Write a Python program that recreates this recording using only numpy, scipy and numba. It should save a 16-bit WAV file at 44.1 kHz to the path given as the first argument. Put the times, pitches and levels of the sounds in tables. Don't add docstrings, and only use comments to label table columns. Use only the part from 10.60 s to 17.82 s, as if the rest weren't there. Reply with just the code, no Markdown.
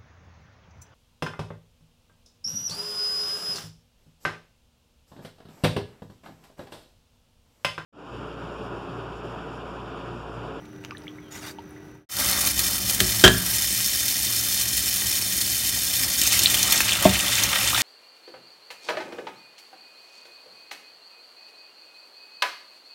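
import sys
import numpy as np
from scipy import signal
from scipy.fft import rfft, irfft
from scipy.io import wavfile
from numba import njit

SR = 44100
rng = np.random.default_rng(int(sys.argv[2]) if len(sys.argv) > 2 else 0)


def dump(signal):
    limited = np.clip(np.atleast_2d(signal).T, -1, 1)
    pcm = np.round(limited * 32767).astype(np.int16)
    wavfile.write(sys.argv[1], SR, pcm)


N = 318402
T = np.arange(N) / SR

# centre_hz, width_hz, height_db
FAN_SPECTRUM = [(30, -17), (60, -2), (90, 1), (125, 2), (200, 2), (280, -3.5), (420, -4.5), (560, -10),
                (1900, -31), (2300, -20), (3300, -25.5), (5000, -31.5), (7500, -46), (16000, -41)]
FAN_TONES = [(123.8, -56), (301.7, -47.5), (339.1, -62), (389, -54)]
FAN_WHISTLES = [(1550, 490, 15.5), (1945, 65, 16.5), (3730, 160, 4), (5980, 600, 19.5)]
FAN_AIR_DB = -47.5
CRACKLE_SPECTRUM = [(350, -15), (600, -3), (1400, 2), (3000, 0), (4500, -6), (6900, -10), (7900, -15),
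                    (16000, -17)]
SIMMER_SPECTRUM = [(600, 5), (1600, -2.5), (2400, -7), (4000, -11.5)]
CRACKLE_DB, SIMMER_DB = -71.5, -60
# start_s, level_db
STROKES = [(.232, -52), (0.364, -63), (.435, -58), (.98, -62)]
STROKE_ATTACK_S, STROKE_HOLD_S, STROKE_RELEASE_S = 0.011, 0.0082, 0.093
# start_s, level_db, pitch_hz, cycles until 60 dB down
PLOPS = [(.236, -42, 8000, 20), (.249, -40, 2880, 24), (.308, -29, 1390, 32), (.309, -18.5, 2430, 14),
         (.309, -28.5, 4860, 18), (0.32, -29.5, 1130, 34), (.349, -31.5, 1760, 40), (.371, -23.5, 3660, 16),
         (.382, -32, 8950, 30), (.438, -38, 4900, 18), (.469, -33, 2180, 42), (0.480, -22.5, 3200, 30),
         (.585, -36, 2120, 46), (.985, -27.5, 880, 28), (.986, -28.5, 2880, 14), (1.057, -40, 13500, 10),
         (1.093, -31, 13000, 10), (1.108, -39, 9700, 30), (1.163, -39, 1950, 50)]
PLOP_ATTACK_CYCLES, PLOP_RISE = 1.8, 0.21
SQUEAK_S, SQUEAK_EDGE_S, SQUEAK_HOLD_S, SQUEAK_DB = 0.595, 0.045, 0.04, -58
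SQUEAK_HZ, SQUEAK_SAG_HZ_PER_S = 3350, 2200
# start_s, hold_s, level_db, ring_hz
SCRAPES = [(0.701, 0.058, -43, 6850), (0.803, 0.067, -41, 4730)]
SCRAPE_SPECTRUM = [(400, -14), (700, 2), (1500, 0), (3000, -6), (4500, -7), (7000, -6), (9000, -14.5),
                   (16000, -13)]
# centre_hz, width_hz, height_db
POT_RINGS = [(1430, 200, 3), (2200, 360, 2), (3720, 270, 6), (5900, 400, 2), (8500, 250, 9), (9600, 250, 9),
             (12500, 300, 8)]
SCRAPE_ATTACK_S, SCRAPE_RELEASE_S, SCRAPE_RING_WIDTH_HZ, SCRAPE_RING_DB = 0.024, 0.045, 330, 9
FLUTTER_DB, FLUTTER_HZ = 1.5, 29
STOVE_END_S, STOVE_FADE_S = 1.317, 0.14
SINK_START_S, SINK_FADE_S = 1.489, 0.0091

SPRAY_SPECTRUM = [(600, -37), (900, -48), (1500, -15.5), (1950, -8.5), (2760, -8), (3680, -3), (5300, -0.5),
                  (6500, -3), (7770, -1.5), (9420, -0.5), (12600, -1.5), (16000, -4)]
SLAP_SPECTRUM = [(300, -28), (450, -10), (540, 0), (660, -3), (850, -5.5), (1000, -6.5), (1250, -2),
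                 (1700, -3.5), (2600, -1.5), (5000, -17)]
DRUM_SPECTRUM = [(28, -51), (45, -10), (65, 1), (90, -8.5), (112, 3), (135, -14), (160, -13), (190, -1.5),
                 (225, -12), (260, -7.5), (380, -13), (450, -25), (700, -18), (1200, -70.5)]
SPRAY_DB, SLAP_DB, DRUM_DB = -24, -47, -41
# centre_hz, width_hz, height_db
BASIN = [(1770, 540, 5.5), (2420, 200, 5), (3096, 270, 4.5), (3690, 87, 5), (3890, 205, -4.5),
         (4300, 240, 2), (4840, 370, -1.5), (5340, 180, 5.5), (5870, 150, 3), (6260, 180, 6), (6720, 95, 7),
         (7890, 280, -3), (9500, 700, 1), (10370, 570, -4.5)]
TAP_SWELL_S, TAP_SWELL_DB = 0.11, 18
SPATULA_IN_S, SPATULA_SLIDE_S, BARE_SLAP_DB = 1.88, 0.036, 6
SETTLED_S, SETTLING_S, LOOSE_SLAP_DB, LOOSE_DRUM_DB = 2.74, 0.36, 5, 4
# start_s, hold_s, depth_db
DIPS = [(1.908, 0.018, 5), (2.152, 0.094, 3.5), (2.336, 0.013, 3.5), (2.648, 0.17, 4), (6.46, 0.04, 0.5)]
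DIP_EDGE_S = 0.026
POOL_S, POOL_FILL_S, POOL_SLAP_DB, POOL_DRUM_DB = 5.43, 0.49, 8, 5
# start_s, slap change_db, drum change_db
LANDINGS = [(5.391, 5.5, 4), (6.08, 4, -1.5), (6.41, 5, 1), (6.925, 3.5, -4), (7.125, -2, -0.5)]
LANDING_ATTACK_S, LANDING_HOLD_S, LANDING_RELEASE_S = 0.015, 0.045, 0.077
# start_s, level_db
TICKS = [(1.698, 2), (1.9935, 2), (2.087, -7), (2.2987, -7), (2.474, -5)]
TICK_SPECTRUM = [(1000, -17), (4000, -1), (13000, 7)]
TICKS_PER_S, TICK_DB, TICK_SPREAD_DB = 49, -15, 3.5
# start_s, level_db, pocket_db (trapped air against spray), pitch_hz
SPLASHES = [(1.522, -19, -22, 5350), (1.729, -10.5, 3.5, 4420), (1.872, -2.5, -6, 4240),
            (1.992, -2.5, -5, 4200), (2.296, -4, -5, 5100), (3.043, -9.5, -6, 1900), (3.244, -7, -9, 6600),
            (4.1771, -5.5, -9, 3350), (4.243, -15, -2, 5140), (4.419, -15, -0.5, 1950),
            (4.622, -11, 3, 5260), (4.812, -5, -4, 4400), (5.334, -7.5, -8, 5470), (5.615, -2.5, -8, 3020),
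            (5.673, -2, -1, 6330), (5.729, -4, -6, 3520), (5.7915, -0.5, -4.5, 6860), (5.833, 0, -15, 5000),
            (5.943, 0.5, -3, 3200), (5.972, -7.5, 0.5, 3100), (6.029, -1, -1, 6570), (6.123, 2, -6, 3400),
            (6.205, -3, 0.5, 2640), (6.425, -6, -5, 3060), (6.835, -2.5, -3, 6370)]
SPLASH_T60_S = 0.044
SPLASH_CRACK_DB, SPLASH_CRACK_T60_S = -17, 0.0053

# start_s, ring_db, crack_db, crack_t60_s, low_corner_hz, high_corner_hz
KNOCKS = [(2.4032, -36, -7, 0.038, 1250, 14900), (2.409, -11, -18, 0.091, 25, 149),
          (2.6389, -2, 0, 0.077, 20, 7500), (2.646, -20, -7.5, 0.15, 60, 2600),
          (2.662, -34, -10.5, 0.069, 250, 6000), (2.678, -32, -11, .1, 180, 5000)]
CRACK_SPECTRUM = [(80, -13), (180, 7), (260, -1), (370, -3), (850, -11.5), (1620, -0.5), (2400, -9),
                  (3200, -4.5), (3700, -5.5), (4200, -8.5), (7000, -8.5), (10000, -13.5), (16000, -12.5)]
# pitch_hz, level_db, t60_s
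SINK_MODES = [(56.4, -13.5, 0.35), (74, -14, 0.18), (108, -13, 0.47), (153.7, -27, 0.67),
              (176.8, -20, 0.79), (195.5, -14, 0.39), (252, -17.5, 0.44), (367, -6, 0.24),
              (420, -16.5, 0.31), (627, -13, 0.24), (717, -15.5, 0.23), (944, -24, 0.17), (1283, -24, 0.2),
              (1400, -14, 0.21), (1445, -15, 0.083), (1586, -7.5, 0.14), (1694, -10.5, 0.3),
              (1880, -24, 0.18), (3040, -19, 0.13), (3170, -1, 0.17), (3325, -6, 0.13), (3840, -27, .18),
              (4030, -19, 0.18), (4500, -23, 0.087)]
ROCK_SHARE, ROCK_HZ = 0.023, 92
CLATTER_DB, CLATTER_HZ = 3, 140

GUSH_SPECTRUM = [(700, -28), (1300, -13.5), (2400, -1), (3200, 0), (4200, -3.5), (5500, -2), (9000, -9),
                 (15000, -54)]
GUSH_BRIGHT_SPECTRUM = [(2000, -28), (3300, 4), (4300, 5), (5400, 5.5), (7000, 8.5), (9200, 5.5),
                        (12000, -45), (16000, -12)]
POUR_S, POUR_ATTACK_S = 5.595, 0.023
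GUSH_DB, GUSH_BRIGHT_DB, GURGLE_DB = -32.5, -28.5, -43.5
SURGE_DB, SURGE_HZ = 2.5, 15
NOODLES_S, NOODLES_SLIDE_S = 6.2, 0.09
NOODLE_BODY_DB, NOODLE_BRIGHT_DB = 2, -5.5
NOODLE_SPRAY_DB, NOODLE_SLAP_DB, NOODLE_DRUM_DB = -3, 2, -1
# start_s, level_db, pitch_hz
POPS = [(5.8588, 4.5, 3920), (5.87, -8, 3120), (6.205, -18, 2200), (6.282, -13, 3180), (6.321, -9, 3100),
        (6.781, -10, 2430), (6.827, -14, 3220), (7.131, -14.5, 1206), (7.146, -7, 3580), (7.148, -12, 1340),
        (7.162, -11, 3100)]
POP_CYCLES, POP_RISE = 32, 0.4
# start_s, level_db
SMACKS = [(6.205, -16.5), (6.918, -25), (6.93, -17), (6.958, -19.5), (7.178, -21)]
SMACK_SPECTRUM = [(400, -12.5), (1300, -1), (3300, -2), (6000, -16), (12000, -26)]
SMACK_T60_S = 0.036
# pitch_hz, level_db, t60_s
THUD_MODES = [(76.5, -24, 0.4), (108.3, -23, 0.33), (191.3, -13.5, 0.27), (270, -9.5, 0.084),
              (378, -16.5, 0.13), (602, -17.5, 0.18), (619, 2, 0.047), (672, 0.5, 0.034),
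              (731, -16.5, 0.13), (896, -18, 0.13), (1090, -15, 0.058)]
RUMBLE_SPECTRUM = [(60, -8), (190, 2), (480, -12), (680, -7), (1000, -24)]
THUD_S, RUMBLE_DB, RUMBLE_T60_S = 6.4522, -19, 0.3
MIC_LOW_CUT_HZ, CUTOFF_HZ = 36, 15850


def from_db(db):
    return 10 ** (np.asarray(db) / 20)


def rms_one(x):
    return x / np.sqrt(np.mean(x ** 2) + 1e-20)


def drift(corner_hz):
    step = 40
    r = np.exp(-2 * np.pi * corner_hz * step / SR)
    noise = rng.standard_normal(N // step + 2002)
    slow = signal.lfilter([1], [1, -2 * r, r * r], noise)[2000:]
    return np.interp(np.arange(N) / step, np.arange(len(slow)), rms_one(slow))


def ring(clicks, hz, t60):
    r, w = from_db(-60 / (t60 * SR)), 2 * np.pi * hz / SR
    return signal.lfilter([0, np.sin(w)], [1, -2 * r * np.cos(w), r * r], clicks + 1e-18)


def dying(t60, size=22050):
    return np.exp(-np.log(1000) * T[:size] / t60)


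def ramp(start_s, length_s):
    return np.clip((T - start_s) / length_s, 0, 1)


def envelope(s, attack_s, hold_s, release_s):
    return np.interp(T, s + np.cumsum([0, attack_s, hold_s, release_s]), [0, 1, 1, 0])


def add(out, s, sound):
    at = round(s * SR)
    out[at:at + len(sound)] += sound[:N - at]


def colour(x, spectrum, peaks=(), size=8192):
    hz = np.maximum(np.arange(size // 2 + 1) * SR / size, 1)
    points_hz, points_db = np.transpose(spectrum)
    db = np.interp(np.log(hz), np.log(points_hz), points_db)
    db = db + sum(height * np.exp(-2 * ((hz - centre) / width) ** 2) for centre, width, height in peaks)
    cepstrum = irfft(np.log(from_db(db)))
    cepstrum[1:size // 2] *= 2
    cepstrum[size // 2 + 1:] = 0
    response = irfft(np.exp(rfft(cepstrum)))
    return signal.oaconvolve(x, response / np.linalg.norm(response))[:len(x)]


def impacts(per_s, spread_db):
    sizes = from_db(spread_db * np.minimum(rng.exponential(1, N), 4.5))
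    return sizes * rng.choice([-1, 1], N) * (rng.random(N) < per_s / SR)


def bubble(hz, decay, rise):
    glide = hz * (1 + rise * (.5 - decay))
    return decay * np.sin(2 * np.pi * np.cumsum(glide) / SR)


def plop(hz, cycles, rise):
    decay = dying(cycles / hz, size=4096)
    swell = np.minimum(T[:len(decay)] * hz / PLOP_ATTACK_CYCLES, 1)
    return swell * bubble(hz, decay, rise)


@njit
def ringing(starts, sizes, pitches, cycles, rise, fall, size):
    out = np.zeros(N + size)
    for k in range(len(starts)):
        length = int(cycles * SR / pitches[k])
        loss, decay, wave = np.exp(-fall / length), 1., sizes[k] + 0j
        for block in range(starts[k], min(starts[k] + length, N), size):
            turn = loss * np.exp(2j * np.pi * pitches[k] * (1 + rise * (.5 - decay)) / SR)
            for i in range(block, block + size):
                out[i] += wave.imag
                wave *= turn
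                decay *= loss
    return out


def bubbles(drops, cycles, low_hz, high_hz, rise):
    starts = np.flatnonzero(drops)
    pitches = low_hz * (min(high_hz, CUTOFF_HZ) / low_hz) ** rng.random(N)[starts]
    sizes = drops[starts] * pitches
    rings = ringing(starts, sizes, pitches, float(cycles), float(rise), np.log(1000), size=32)
    return rms_one(rings[:N])


def water(per_s, spread_db, burst_s, tick_db, bubble_db, cycles, low_hz, high_hz):
    drops = impacts(per_s, spread_db)
    energy = signal.lfilter([1], [1, -np.exp(-2 / (burst_s * SR))], drops ** 2 + 1e-18)
    bursts = np.sqrt(energy) * rng.standard_normal(N)
    rings = bubbles(drops, cycles, low_hz, high_hz, rise=0.036)
    return rms_one(rms_one(bursts) + from_db(tick_db) * rms_one(drops) + from_db(bubble_db) * rings)


def reflections(x, wet_db, t60):
    tail = dying(t60)
    tail = tail * (T[:len(tail)] > .001)
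    high_pass = signal.butter(2, 700, "high", fs=SR, output="sos")
    tail = signal.sosfilt(high_pass, tail * rng.standard_normal(len(tail)))
    return x + from_db(wet_db) * signal.oaconvolve(x, tail / np.linalg.norm(tail))[:N]


def fan():
    air = colour(rng.standard_normal(N), FAN_SPECTRUM, FAN_WHISTLES)
    out = from_db(FAN_AIR_DB) * from_db(0.47 * drift(4.3)) * air
    for hz, db in FAN_TONES:
        tone = np.sqrt(2) * np.sin(2 * np.pi * hz * T + 0.21 * drift(2.1))
        out += from_db(db + 1.6 * drift(4)) * tone
    return out


def stirring():
    crackle = water(per_s=310, spread_db=8.0, burst_s=0.0025, tick_db=-3, bubble_db=-1.5,
                    cycles=20, low_hz=1210, high_hz=9000)
    simmer = water(per_s=560, spread_db=1.5, burst_s=0.002, tick_db=-2, bubble_db=-1,
                   cycles=73, low_hz=670, high_hz=2700)
    strokes = sum(from_db(db) * envelope(s, STROKE_ATTACK_S, STROKE_HOLD_S, STROKE_RELEASE_S)
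                  for s, db in STROKES)
    out = (from_db(CRACKLE_DB) + strokes) * colour(crackle, CRACKLE_SPECTRUM)
    out += from_db(SIMMER_DB) * colour(simmer, SIMMER_SPECTRUM)
    for s, db, hz, cycles in PLOPS:
        add(out, s, from_db(db) * plop(hz, cycles, PLOP_RISE))
    return reflections(out + spoon(), wet_db=-9, t60=0.13)


def spoon():
    pitch = SQUEAK_HZ - SQUEAK_SAG_HZ_PER_S * (T - SQUEAK_S) + 70 * drift(150)
    squeak = np.sin(2 * np.pi * np.cumsum(pitch) / SR)
    out = from_db(SQUEAK_DB) * envelope(SQUEAK_S, SQUEAK_EDGE_S, SQUEAK_HOLD_S, SQUEAK_EDGE_S) * squeak
    grains = rms_one(impacts(per_s=8200, spread_db=2.0))
    rings = bubbles(impacts(per_s=1200, spread_db=1.0), cycles=190, low_hz=1396, high_hz=13100, rise=0)
    slips = rms_one(grains + from_db(-2) * rings) * from_db(FLUTTER_DB * drift(FLUTTER_HZ))
    for s, hold_s, db, hz in SCRAPES:
        stroke = from_db(db) * envelope(s, SCRAPE_ATTACK_S, hold_s, SCRAPE_RELEASE_S)
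        resonances = POT_RINGS + [(hz, SCRAPE_RING_WIDTH_HZ, SCRAPE_RING_DB)]
        out += stroke * colour(slips, SCRAPE_SPECTRUM, resonances)
    return out


def dip_depth_db():
    return sum(db * envelope(s, DIP_EDGE_S, hold_s, DIP_EDGE_S) for s, hold_s, db in DIPS)


def tap(noodles):
    flow = from_db(TAP_SWELL_DB * (ramp(SINK_START_S, TAP_SWELL_S) - 1))
    bare = 1 - ramp(SPATULA_IN_S, SPATULA_SLIDE_S)
    loose = 1 - ramp(SETTLED_S, SETTLING_S)
    pool = ramp(POOL_S, POOL_FILL_S)
    dip_db = dip_depth_db()
    landing_slap_db, landing_drum_db = sum(
        np.outer(dbs, envelope(s, LANDING_ATTACK_S, LANDING_HOLD_S, LANDING_RELEASE_S))
        for s, *dbs in LANDINGS)

    spray = water(per_s=1400, spread_db=3.0, burst_s=0.0078, tick_db=-11, bubble_db=-6.0,
                  cycles=25, low_hz=2490, high_hz=14150)
    spray_db = SPRAY_DB - dip_db + NOODLE_SPRAY_DB * noodles + 0.62 * drift(32)
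    spray = from_db(spray_db) * colour(spray, SPRAY_SPECTRUM, BASIN)

    slap = water(per_s=900, spread_db=2.0, burst_s=0.048, tick_db=-11.5, bubble_db=-6.0,
                 cycles=33.0, low_hz=602, high_hz=2228)
    slap_db = SLAP_DB + BARE_SLAP_DB * bare + LOOSE_SLAP_DB * loose + POOL_SLAP_DB * pool
    slap_db = slap_db + NOODLE_SLAP_DB * noodles - dip_db + landing_slap_db
    slap = from_db(slap_db) * colour(slap, SLAP_SPECTRUM)

    drum = colour(rms_one(impacts(per_s=700, spread_db=2.0)), DRUM_SPECTRUM)
    drum_db = DRUM_DB + LOOSE_DRUM_DB * loose + POOL_DRUM_DB * pool
    drum_db = drum_db + NOODLE_DRUM_DB * noodles + landing_drum_db
    return flow * (spray + slap + from_db(drum_db) * drum)


def ticks():
    drops = from_db(TICK_DB) * impacts(TICKS_PER_S, TICK_SPREAD_DB) * ramp(SINK_START_S, TAP_SWELL_S)
    for s, db in TICKS:
        add(drops, s, from_db([db]))
    return colour(drops, TICK_SPECTRUM)


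def splashes():
    out = np.zeros(N)
    decay = dying(SPLASH_T60_S, size=8192)
    crack = from_db(SPLASH_CRACK_DB) * dying(SPLASH_CRACK_T60_S, size=8192)
    for s, db, pocket_db, hz in SPLASHES:
        burst = (crack + decay) * rng.standard_normal(len(decay))
        gurgle = ring(burst * decay, hz, t60=0.0096)
        pocket = 0.49 * gurgle / np.abs(gurgle).max()
        spray = 0.25 * colour(burst, SPRAY_SPECTRUM, BASIN)
        add(out, s, from_db(db) * (spray + from_db(pocket_db) * pocket))
    return out


def knocks():
    out = np.zeros(N)
    size = SR // 2
    body = 0
    for k, (hz, db, t60) in enumerate(SINK_MODES):
        pitch = hz * (1 + ROCK_SHARE * drift(ROCK_HZ)[:size])
        mode = dying(t60, size) * np.sin(2 * np.pi * np.cumsum(pitch) / SR)
        body = body + (-1) ** k * from_db(db) * mode
    for s, ring_db, crack_db, crack_t60, low_hz, high_hz in KNOCKS:
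        rattle = from_db(CLATTER_DB * drift(CLATTER_HZ)[:size])
        crack = colour(dying(crack_t60, size) * rattle * rng.standard_normal(size), CRACK_SPECTRUM)
        soft = signal.butter(1, min(high_hz, CUTOFF_HZ), fs=SR, output="sos")
        light = signal.butter(1, low_hz, "high", fs=SR, output="sos")
        contact = from_db(ring_db) * body + from_db(crack_db) * crack
        add(out, s, signal.sosfilt(np.vstack([soft, light]), contact))
    return reflections(out, wet_db=-14.0, t60=0.58)


def gush(noodles):
    flow = ramp(POUR_S, POUR_ATTACK_S) * from_db(SURGE_DB * drift(SURGE_HZ) - dip_depth_db())
    body = water(per_s=1400, spread_db=3.5, burst_s=0.0078, tick_db=-2.5, bubble_db=-2,
                 cycles=40, low_hz=1307, high_hz=4440)
    bright = water(per_s=540, spread_db=5.0, burst_s=0.0038, tick_db=-7, bubble_db=-9.5,
                   cycles=63, low_hz=2930, high_hz=10300)
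    body = from_db(GUSH_DB + NOODLE_BODY_DB * noodles) * colour(body, GUSH_SPECTRUM)
    bright_db = GUSH_BRIGHT_DB + NOODLE_BRIGHT_DB * noodles
    bright = from_db(bright_db) * colour(bright, GUSH_BRIGHT_SPECTRUM)
    churned = impacts(per_s=100, spread_db=-1.5)
    gurgle = from_db(GURGLE_DB) * bubbles(churned, cycles=28, low_hz=1240, high_hz=3540, rise=0.52)
    return flow * (body + bright + gurgle)


def pops():
    out = np.zeros(N)
    for s, db, hz in POPS:
        add(out, s, from_db(db) * plop(hz, POP_CYCLES, POP_RISE))
    return out


def smacks():
    hits = np.zeros(N)
    for s, db in SMACKS:
        add(hits, s, from_db(db) * dying(SMACK_T60_S))
    return colour(hits * rms_one(impacts(per_s=5000, spread_db=-1.0)), SMACK_SPECTRUM)


def thud():
    blow, settling = np.zeros(N), np.zeros(N)
    add(blow, THUD_S, np.ones(1))
    add(settling, THUD_S, dying(RUMBLE_T60_S))
    body = sum((-1) ** k * from_db(db) * ring(blow, hz, t60) for k, (hz, db, t60) in enumerate(THUD_MODES))
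    rumble = from_db(RUMBLE_DB) * colour(settling * rng.standard_normal(N), RUMBLE_SPECTRUM)
    soft = signal.butter(4, 1150, fs=SR, output="sos")
    return reflections(signal.sosfilt(soft, body + rumble), wet_db=-15, t60=0.09)


def scene():
    stove = fan() + stirring()
    noodles = ramp(NOODLES_S, NOODLES_SLIDE_S)
    wet = tap(noodles) + ticks() + splashes() + gush(noodles) + pops() + smacks()
    sink = reflections(wet, wet_db=-8.5, t60=0.072) + knocks() + thud()
    stove_gain = 1 - ramp(STOVE_END_S, STOVE_FADE_S)
    sink_gain = ramp(SINK_START_S, SINK_FADE_S)
    return (stove_gain * stove + sink_gain * sink)[None]


def record(dry):
    low_cut = signal.butter(4, MIC_LOW_CUT_HZ, "high", fs=SR, output="sos")
    clipped = np.clip(signal.sosfilt(low_cut, dry), -1, 1)
    top_cut = signal.ellip(12, .1, 80, CUTOFF_HZ, fs=SR, output="sos")
    return signal.sosfilt(top_cut, clipped)


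dry = scene()
out = record(dry)
dump(out)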